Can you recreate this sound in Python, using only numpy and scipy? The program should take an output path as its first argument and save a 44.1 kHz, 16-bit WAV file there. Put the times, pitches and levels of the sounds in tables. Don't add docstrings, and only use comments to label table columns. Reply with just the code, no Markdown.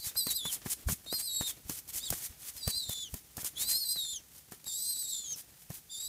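import sys
import numpy as np
from scipy import signal
from scipy.fft import rfft, irfft
from scipy.io import wavfile
from scipy.ndimage import uniform_filter1d

SR = 44100
rng = np.random.default_rng(int(sys.argv[2]) if len(sys.argv) > 2 else 0)


def transcribe(u):
    v = np.clip(np.atleast_2d(u).T, -1, 1)
    q = np.round(v * 32767).astype(np.int16)
    wavfile.write(sys.argv[1], SR, q)


N = 268128
TIME = np.arange(N) / SR


def amp(db):
    return 10 ** (np.asarray(db) / 20)


def unit(x):
    return x / np.sqrt(np.mean(x ** 2) + 1e-20)


def add(mix, start_s, sound):
    part = mix[max(round(start_s * SR), 0):][:len(sound)]
    part += sound[:len(part)]


def colour(x, points):
    hz, db = np.transpose(points)
    f = np.fft.rfftfreq(len(x), 1 / SR)
    gain = amp(np.interp(np.log(f + 1), np.log(hz), db))
    return unit(irfft(rfft(x) * gain, len(x)))


def noise():
    return rng.standard_normal(N)


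def wander(rate_hz):
    f = np.fft.rfftfreq(N, 1 / SR)
    return unit(irfft(rfft(noise()) / (1 + (f / rate_hz) ** 4), N))


def pulse(centre_s, peak_hz):
    out = np.zeros(N)
    near = abs(TIME - centre_s) < 0.05
    u = (np.pi * peak_hz * (TIME[near] - centre_s)) ** 2
    out[near] = (2 * u - 1) * np.exp(-u)
    return out


def voice(hz, rough, jitter, jitter_hz):
    glide = uniform_filter1d(hz, size=300)
    return 2 * np.pi * np.cumsum(glide * (1 + jitter * rough * wander(jitter_hz))) / SR


LOW_HZ, HIGH_HZ, HIGH_DB_PER_KHZ, THIRD_DB_PER_KHZ = 4150, 4750, 7, 9
HIGH_FOLLOWS, THIRD_FOLLOWS = 0.62, 1
THIRD_FADE_DB_PER_S = 5.5
BREAK_HZ, BREAK_WIDTH_HZ, CLEAR_ROUGH = 3584, 413, 0.17


def squeal(curve, high_db, fade_db_per_s, third_db, hoarse, wheeze_db):
    point_s, *columns = np.transpose(curve)
    t = np.arange(point_s[0], point_s[-1], 0.002)
    low_hz, high_hz, low_db, second_db = (np.interp(t, point_s, c) for c in columns)
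    effort = (low_db + second_db) / 2
    effort = effort - effort.mean()
    from_middle_s = t - t.mean()
    low_khz, high_khz = (low_hz - LOW_HZ) / 1000, (high_hz - HIGH_HZ) / 1000
    high = high_db + HIGH_FOLLOWS * effort + HIGH_DB_PER_KHZ * high_khz - fade_db_per_s * from_middle_s
    third = third_db + THIRD_FOLLOWS * effort + THIRD_DB_PER_KHZ * low_khz - THIRD_FADE_DB_PER_S * from_middle_s
    near_break = np.exp(-((low_hz - BREAK_HZ) / BREAK_WIDTH_HZ) ** 2)
    rough = CLEAR_ROUGH + (hoarse - CLEAR_ROUGH) * near_break
    wheeze = wheeze_db + (second_db + third) / 2
    return np.array([t, low_hz, high_hz, np.clip(rough, 0, 1), wheeze, low_db, second_db, high, third])


# point_s, low_pitch_hz, high_pitch_hz, low_level_db, second_harmonic_level_db (of the low voice)
CALL_CURVES = [
    [(0.0, 4240, 4440, -55, -56), (0.044, 3980, 4860, -45, -70), (0.078, 3750, 4200, -62, -54),
     (0.1, 3620, 3690, -48, -72)],
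    [(0.16, 3850, 4530, -46, -53), (0.178, 4225, 5130, -37, -33.5), (0.223, 3893, 4650, -39.5, -44),
     (0.255, 4160, 4730, -49, -40.5), (0.301, 4000, 4430, -33.5, -49), (0.321, 3765, 4390, -47.5, -58),
     (0.363, 4135, 5010, -38, -34.5), (0.397, 3630, 4143, -41.5, -52), (0.435, 3380, 3792, -43, -55),
     (0.479, 3545, 4090, -37.5, -45.5), (0.511, 3000, 3430, -47.5, -70)],
    [(1.064, 3710, 4180, -49, -57), (1.105, 3790, 4470, -41.5, -54), (1.133, 4200, 5000, -44, -42),
     (1.155, 4300, 4950, -36, -45.5), (1.207, 3970, 4520, -58, -43.5), (1.255, 4260, 5120, -45.5, -40),
     (1.299, 3860, 4320, -40.5, -47), (1.345, 3853, 4330, -43, -38), (1.395, 3830, 4440, -43.5, -39),
     (1.433, 3690, 4050, -43.5, -45), (1.469, 3710, 4130, -38.5, -42.5), (1.519, 3200, 3610, -57, -67)],
    [(1.995, 3350, 4070, -58, -55), (2.039, 3850, 5000, -45.5, -53), (2.073, 3720, 4430, -44, -39),
     (2.093, 3150, 3580, -43, -78)],
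    [(2.576, 4330, 5120, -52, -78), (2.606, 3990, 4960, -69, -56), (2.636, 3890, 4660, -47.5, -50),
     (2.698, 4200, 4670, -49, -46), (2.73, 3930, 4520, -41, -49), (2.772, 4190, 4870, -38.5, -44),
     (2.836, 3830, 4200, -40, -48), (2.865, 3620, 3990, -51, -50), (2.893, 3700, 4230, -46, -50),
     (2.909, 3540, 4040, -45, -51), (3.029, 3500, 3970, -42.5, -46), (3.093, 2800, 3030, -57, -61)],
    [(3.554, 3040, 3360, -55, -62), (3.57, 3360, 3810, -45.5, -53), (3.622, 3780, 4450, -44.5, -47),
     (3.692, 4140, 4900, -41, -40), (3.749, 4140, 4850, -35.5, -40), (3.791, 4370, 5360, -42.5, -42),
     (3.817, 4380, 4920, -35, -47), (3.865, 4000, 4610, -43, -43.5), (3.917, 4110, 4920, -38, -34),
     (3.961, 4140, 4720, -43.5, -51.5), (3.977, 3900, 4380, -35.5, -48), (4.085, 3550, 4160, -44, -43.5),
     (4.117, 3680, 4200, -41.5, -42.5), (4.169, 3130, 3440, -48.5, -39), (4.204, 2650, 2960, -76, -67)],
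    [(4.655, 3720, 4580, -61, -61), (4.669, 3880, 4780, -50, -45), (4.717, 3630, 4570, -47, -41),
     (4.799, 3980, 4830, -49, -40), (4.909, 4160, 4830, -42.5, -36), (4.963, 3880, 4470, -50, -43.5),
     (4.995, 4040, 4890, -45, -40), (5.037, 3920, 4400, -48.5, -38), (5.07, 3720, 4280, -50.5, -45),
     (5.096, 3960, 4440, -44.5, -39), (5.132, 3690, 4140, -43, -40.5), (5.232, 3490, 4230, -56, -48.5),
     (5.286, 3200, 3630, -54.5, -43.5), (5.33, 3210, 3810, -58.5, -37.5), (5.354, 2550, 3120, -62, -46.5)],
    [(5.899, 3520, 4660, -50, -57), (5.923, 3700, 4860, -53, -46), (5.946, 3520, 4640, -47, -46),
     (6.014, 3840, 4790, -49, -41), (6.052, 3830, 4730, -50.5, -44), (6.076, 3990, 4950, -42.5, -41)],
]
# high_level_db, high_fade_db_per_s, third_harmonic_level_db, hoarseness (0-1, at the break),
# wheeze_db (relative to the mean of the second and third harmonics)
CALL_VOICES = [(-50, 0, -55.5, 0.52, 3.5), (-44.5, 9, -42.5, 0.31, -14.5), (-46.5, 6, -47.5, .25, -12.5),
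               (-51.5, 0, -63, 0.39, -17), (-45.5, 10, -56.5, .3, -2.5), (-46, 7, -44, 0.34, -8.5),
               (-51, -7, -47.5, 0.51, -5), (-52.5, -2, -49, 0.27, -6)]
# freq_hz, level_db (relative)
WHEEZE_SPECTRUM = [(500, -74), (2600, -35), (3400, -5), (4300, 8), (5500, 6), (6500, 4.5), (8300, 6),
                   (10000, 3.5), (12500, 1.5), (15500, 0.5)]
GATE_S = 0.011
WAVER_DB, WAVER_HZ = 1.0, 30


def calls(shimmer_db=1.5, fuzz=0.83, low_fuzz=0.75, sum_db=-11, high2_db=-10, fourth_db=-14, air_db=-22,
          hoarse_db=7, rasp_hz=380, rasp=0.24):
    each_call = [squeal(curve, *voicing) for curve, voicing in zip(CALL_CURVES, CALL_VOICES)]
    t, *controls = np.hstack(each_call)
    low_hz, high_hz, rough, wheeze_db, *levels = (np.interp(TIME, t, c) for c in controls)
    gate = np.zeros(N)
    for curve in CALL_CURVES:
        inside_s = np.minimum(TIME - curve[0][0], curve[-1][0] - TIME)
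        gate += np.clip(inside_s / GATE_S + 0.5, 0, 1)
    low, second, high, third = (amp(db + WAVER_DB * wander(WAVER_HZ)) * gate for db in levels)
    a = voice(low_hz, rough, jitter=0.021, jitter_hz=224)
    b = voice(high_hz, rough, jitter=0.033, jitter_hz=176)
    coupling = amp(sum_db) * 2 * rough
    partials = [(low, a), (second, 2 * a), (third, 3 * a), (third * amp(fourth_db), 4 * a),
                (high, b), (np.sqrt(high * second) * amp(high2_db), 2 * b),
                (high * coupling, 2 * b - a), (second * coupling, a + b), (2 * third * coupling, 2 * a + b)]
    frays = [low_fuzz] + [fuzz] * (len(partials) - 1)
    tones = np.zeros(N)
    for (level, phase), fray in zip(partials, frays):
        skirt = wander(270) * np.cos(phase) + wander(270) * np.sin(phase)
        tones += level * (np.cos(phase) + fray * rough * skirt)
    flutter_phase = 2 * np.pi * np.cumsum(rasp_hz * (1 + 0.22 * wander(29.4))) / SR
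    flutter = 1 + rasp * rough * np.sin(flutter_phase)
    tones = np.sqrt(2) * tones * flutter * amp(shimmer_db * wander(67))
    hiss_level = (amp(wheeze_db) * gate + amp(air_db) * np.hypot(low, high)) * amp(hoarse_db * rough)
    gusts = amp(2.4 * wander(48))
    return amp(-0.34) * tones + hiss_level * gusts * colour(noise(), WHEEZE_SPECTRUM)


def stroke(peak_s, db, rise_s, fall_s):
    u = TIME - peak_s
    width_s = np.where(u < 0, rise_s, fall_s)
    return amp(db) ** 2 * np.exp(-2 * np.minimum((u / width_s) ** 2, 20))


# peak_s, level_db (before flutter and trim), half_length_s (before the lean)
FEATHER_STROKES = [(0.073, -38.5, 0.035), (0.316, -33.5, 0.017), (0.536, -35, 0.027), (0.72, -32.5, 0.019),
                   (0.812, -54.5, 0.018), (0.928, -33.5, 0.016), (1.206, -36.5, .016),
                   (1.494, -34.5, 0.023), (1.736, -41, 0.039), (1.785, -43, 0.021), (1.899, -44.5, 0.016),
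                   (1.972, -35.5, 0.029), (2.16, -43.5, 0.12), (2.255, -37, 0.02), (2.463, -49, 0.057),
                   (2.49, -40, 0.018), (2.582, -49, 0.036), (2.704, -34.5, 0.012), (2.923, -39.5, 0.021),
                   (3.163, -51, 0.047), (3.411, -41.5, 0.018), (3.47, -36.5, 0.022), (3.619, -34, 0.028),
                   (3.716, -32, 0.026), (4.373, -55, 0.043), (5.395, -45, 0.028), (5.628, -57.5, 0.036),
                   (5.761, -47.5, 0.038)]
# freq_hz, level_db (relative)
SCRATCH_SPECTRUM = [(120, -40), (200, -19.5), (812, -13.5), (1130, -13), (1280, -13.5), (2210, -9),
                    (2800, -11), (3120, -6.5), (3610, -8), (6240, -3.5), (9830, -2), (14700, -0.5),
                    (15500, -6.5)]
# freq_hz, level_db (relative)
HISS_SPECTRUM = [(200, -15), (1000, -46), (2000, -13), (3200, -12), (4500, -8.5), (6500, 0), (9000, 2.5),
                 (12000, -0.5), (15000, -9)]
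SWISH_LEAN = 0.16
SCRAPE_DB, SCRAPE_RISE_S, SCRAPE_FALL_S = -6, 0.012, 0.04
RUSTLE_DB, SETTLE_DB, SETTLE_S = -64.5, -22.5, 0.33


def feathers(flutter_db=1.5, merge_db=-38, ragged_db=1):
    power = np.zeros(N)
    for peak_s, db, half_s in FEATHER_STROKES:
        power += stroke(peak_s, db, half_s * (1 + SWISH_LEAN), half_s * (1 - SWISH_LEAN))
    for peak_s, _, _, slap_db, *_ in WING_BLOWS:
        power += stroke(peak_s, slap_db + SCRAPE_DB, SCRAPE_RISE_S, SCRAPE_FALL_S)
    spread = np.exp(-abs(np.arange(-SR // 2, SR // 2)) / SR / SETTLE_S)
    around = abs(signal.fftconvolve(power, spread / spread.sum(), "same"))
    power += amp(RUSTLE_DB) ** 2 + amp(SETTLE_DB) ** 2 * around
    merged = power / (power + amp(merge_db) ** 2)
    grain = amp(2.5 * wander(3000))
    scratches = colour(noise() * grain, SCRATCH_SPECTRUM)
    hiss = colour(noise(), HISS_SPECTRUM)
    swish = np.sqrt(1 - merged) * scratches + np.sqrt(merged) * hiss
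    flutter = amp(flutter_db * wander(90.0) + ragged_db * wander(38))
    return amp(1.5) * np.sqrt(power) * swish * flutter


# freq_hz, width_hz, level_db (relative)
BOX_RESONANCES = [(402, 57, 0.5), (680, 27, 3), (947, 20, -1.5), (1810, 28, 3), (2170, 33, -33)]


def ring(x, direct_db=-2):
    total = amp(direct_db) * x
    for hz, width_hz, db in BOX_RESONANCES:
        total = total + amp(db) * signal.lfilter(*signal.iirpeak(hz, hz / width_hz, SR), x)
    return unit(total)


# push_s, push_level_db, push_pitch_hz, slap_level_db, hollow_knock_level_db, quill_click_level_db
WING_BLOWS = [(0.157, -74, 195, -45.5, -70, -58), (0.2705, -33, 178, -39.5, -49, -27),
              (.456, -43, 176, -38, -49, -55), (0.6623, -33.5, 160, -38.5, -53, -51),
              (0.8894, -40, 84, -32, -45, -42), (1.065, -74, 197.5, -54.5, -49, -49),
              (1.1281, -38.5, 265, -39.5, -30.5, -30.5), (1.4118, -32, 164, -37, -32.5, -43),
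              (1.698, -35, 216, -39, -46, -26.5), (2.1275, -36, 244, -36.5, -33, -45),
              (2.6789, -25, 83.6, -38.5, -30, -25), (2.896, -33.5, 92.2, -49, -39.5, -27.5),
              (3.143, -31.5, 164, -49.5, -48, -30), (3.3819, -34.5, 131, -41, -60, -49),
              (3.433, -46, 128, -50, -58, -55), (3.96, -70.5, 197, -48.5, -63, -49),
              (4.523, -53, 189.6, -47, -66, -38.5), (4.669, -54, 110.9, -50, -62, -72),
              (5.705, -34, 120, -48, -41, -40)]
# push_s, push_level_db, push_pitch_hz
AIR_SHOVES = [(0.071, -41, 93), (0.873, -22.5, 59.6), (.9, -32, 110), (.913, -34, 110),
              (0.9276, -28.5, 123.4), (1.66, -43, 60), (2.115, -32.5, 99.5), (2.305, -44, 63),
              (2.77, -48, 60.6), (3.139, -33.5, 69.5)]
# freq_hz, level_db (relative)
CARDBOARD_SPECTRUM = [(60, 11), (170, 12), (550, -3.5), (1000, 1), (1700, 0), (3000, -6), (6000, -9),
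                      (15000, -27)]
LEAD_S = 0.001994


def blows(slap_s=0.0055, tail_s=0.017, tail_db=-13, clap_db=9, clap_s=0.0003, boom_db=-15, boom_s=0.0085,
          rebound_s=0.00855, rebound_db=-9, knock_hz=470):
    out, slap, boom = np.zeros(N), np.zeros(N), np.zeros(N)
    t = np.arange(SR // 5) / SR
    slap_fade = (np.exp(-t / slap_s) + amp(tail_db) * np.exp(-t / tail_s)) * np.minimum(t / 0.00076, 1)
    boom_fade = np.exp(-t / boom_s) * np.minimum(t / 0.0028, 1)
    for push_s, push_db, push_hz, *_ in WING_BLOWS + AIR_SHOVES:
        out += amp(push_db) * pulse(push_s, push_hz)
        add(boom, push_s, amp(push_db + boom_db) * boom_fade)
    chances = rng.random(len(WING_BLOWS))
    for (push_s, _, _, slap_db, knock_db, _), chance in zip(WING_BLOWS, chances):
        near = abs(TIME - push_s) < 0.05
        v = (TIME[near] - push_s + LEAD_S) / clap_s
        out[near] -= amp(slap_db + clap_db) * v * np.exp(-v ** 2)
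        out += amp(knock_db) * pulse(push_s, knock_hz)
        add(slap, push_s - LEAD_S, amp(slap_db) * slap_fade)
        add(slap, push_s + rebound_s * (0.5 + chance), amp(slap_db + rebound_db) * slap_fade)
    shudder = colour(noise(), [(30, -47), (90, -36), (200, 11.0), (400, -15), (1500, -51), (8000, -72)])
    wall = ring(colour(noise(), CARDBOARD_SPECTRUM))
    return out + amp(0.5) * slap * wall + boom * shudder


# start_s, level_db
BEAK_TICKS = [(1.878, -42), (2.1033, -20), (3.3688, -30), (3.446, -27), (4.643, -41), (5.36, -40)]
TICK_DECAY_S = 0.0038


def ticks():
    force, t = np.zeros(N), np.arange(SR // 20) / SR
    quill_clicks = [(push_s - LEAD_S, click_db) for push_s, *_, click_db in WING_BLOWS]
    for start_s, db in BEAK_TICKS + quill_clicks:
        add(force, start_s, amp(db) * np.exp(-t / TICK_DECAY_S))
    return force * colour(noise(), [(300, -2), (2000, -18), (6000, -1.5), (10000, -1), (15000, -1.0)])


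def box(x, decay_s=0.029, wet_db=-13):
    t = np.arange(SR // 6) / SR
    taps = rng.standard_normal(len(t)) * (rng.random(len(t)) < 0.06)
    taps = taps * np.exp(-t / decay_s) * (t > 0.0015)
    return x + amp(wet_db) * signal.oaconvolve(x, taps / np.linalg.norm(taps))[:N]


def scuffs(per_s=14, db=-66, spread_db=4, decay_s=0.011):
    size = amp(db + spread_db * np.minimum(rng.exponential(1, N), 3))
    starts = size * (rng.random(N) < per_s / SR)
    level = signal.lfilter([1], [1, -np.exp(-1 / (decay_s * SR))], starts)
    floor = colour(noise(), [(100, -27), (300, -9), (1500, -0.5), (5000, 0.5), (15000, -10)])
    return level * ring(floor)


def draught(level_db=-64.0, calm_db_per_s=0.25, stir_db=-19, stir_s=0.23, lump_db=3):
    air = colour(noise(), [(20, -56), (55, 4.5), (130, -6.0), (300, -8), (1000, -19.5), (3000, -18.5), (9000, -21)])
    power = sum(stroke(peak_s, db, half_s, half_s) for peak_s, db, half_s in FEATHER_STROKES)
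    stir = abs(uniform_filter1d(power, size=int(stir_s * SR)))
    level = np.sqrt(amp(level_db) ** 2 + amp(stir_db) ** 2 * stir)
    return air * level * amp(lump_db * wander(32.0) - calm_db_per_s * (TIME - TIME.mean()))


# freq_hz, level_db (relative)
ROOM_SPECTRUM = [(18, -68), (30, -40), (140, 10.5), (192, 3.5), (505, -27.5), (747, -4), (1170, -12),
                 (1550, -8), (2990, -8.5), (9430, -4.5), (14300, -8), (15500, -6.5)]
ROOM_DB = -63


def room():
    return amp(ROOM_DB) * colour(noise(), ROOM_SPECTRUM)


def scene():
    in_box = box(calls() + feathers() + ticks())
    return (in_box + blows() + scuffs() + draught() + room())[None]


EDGE_HZ = 15600


def record(dry):
    bass_cut = signal.butter(2, 26, "highpass", fs=SR, output="sos")
    thin = signal.sosfiltfilt(bass_cut, dry)
    band_limit = signal.firwin(401, EDGE_HZ, window=("kaiser", 8), fs=SR)
    return signal.oaconvolve(thin, band_limit[None], "same")


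dry = scene()
out = record(dry)
transcribe(out)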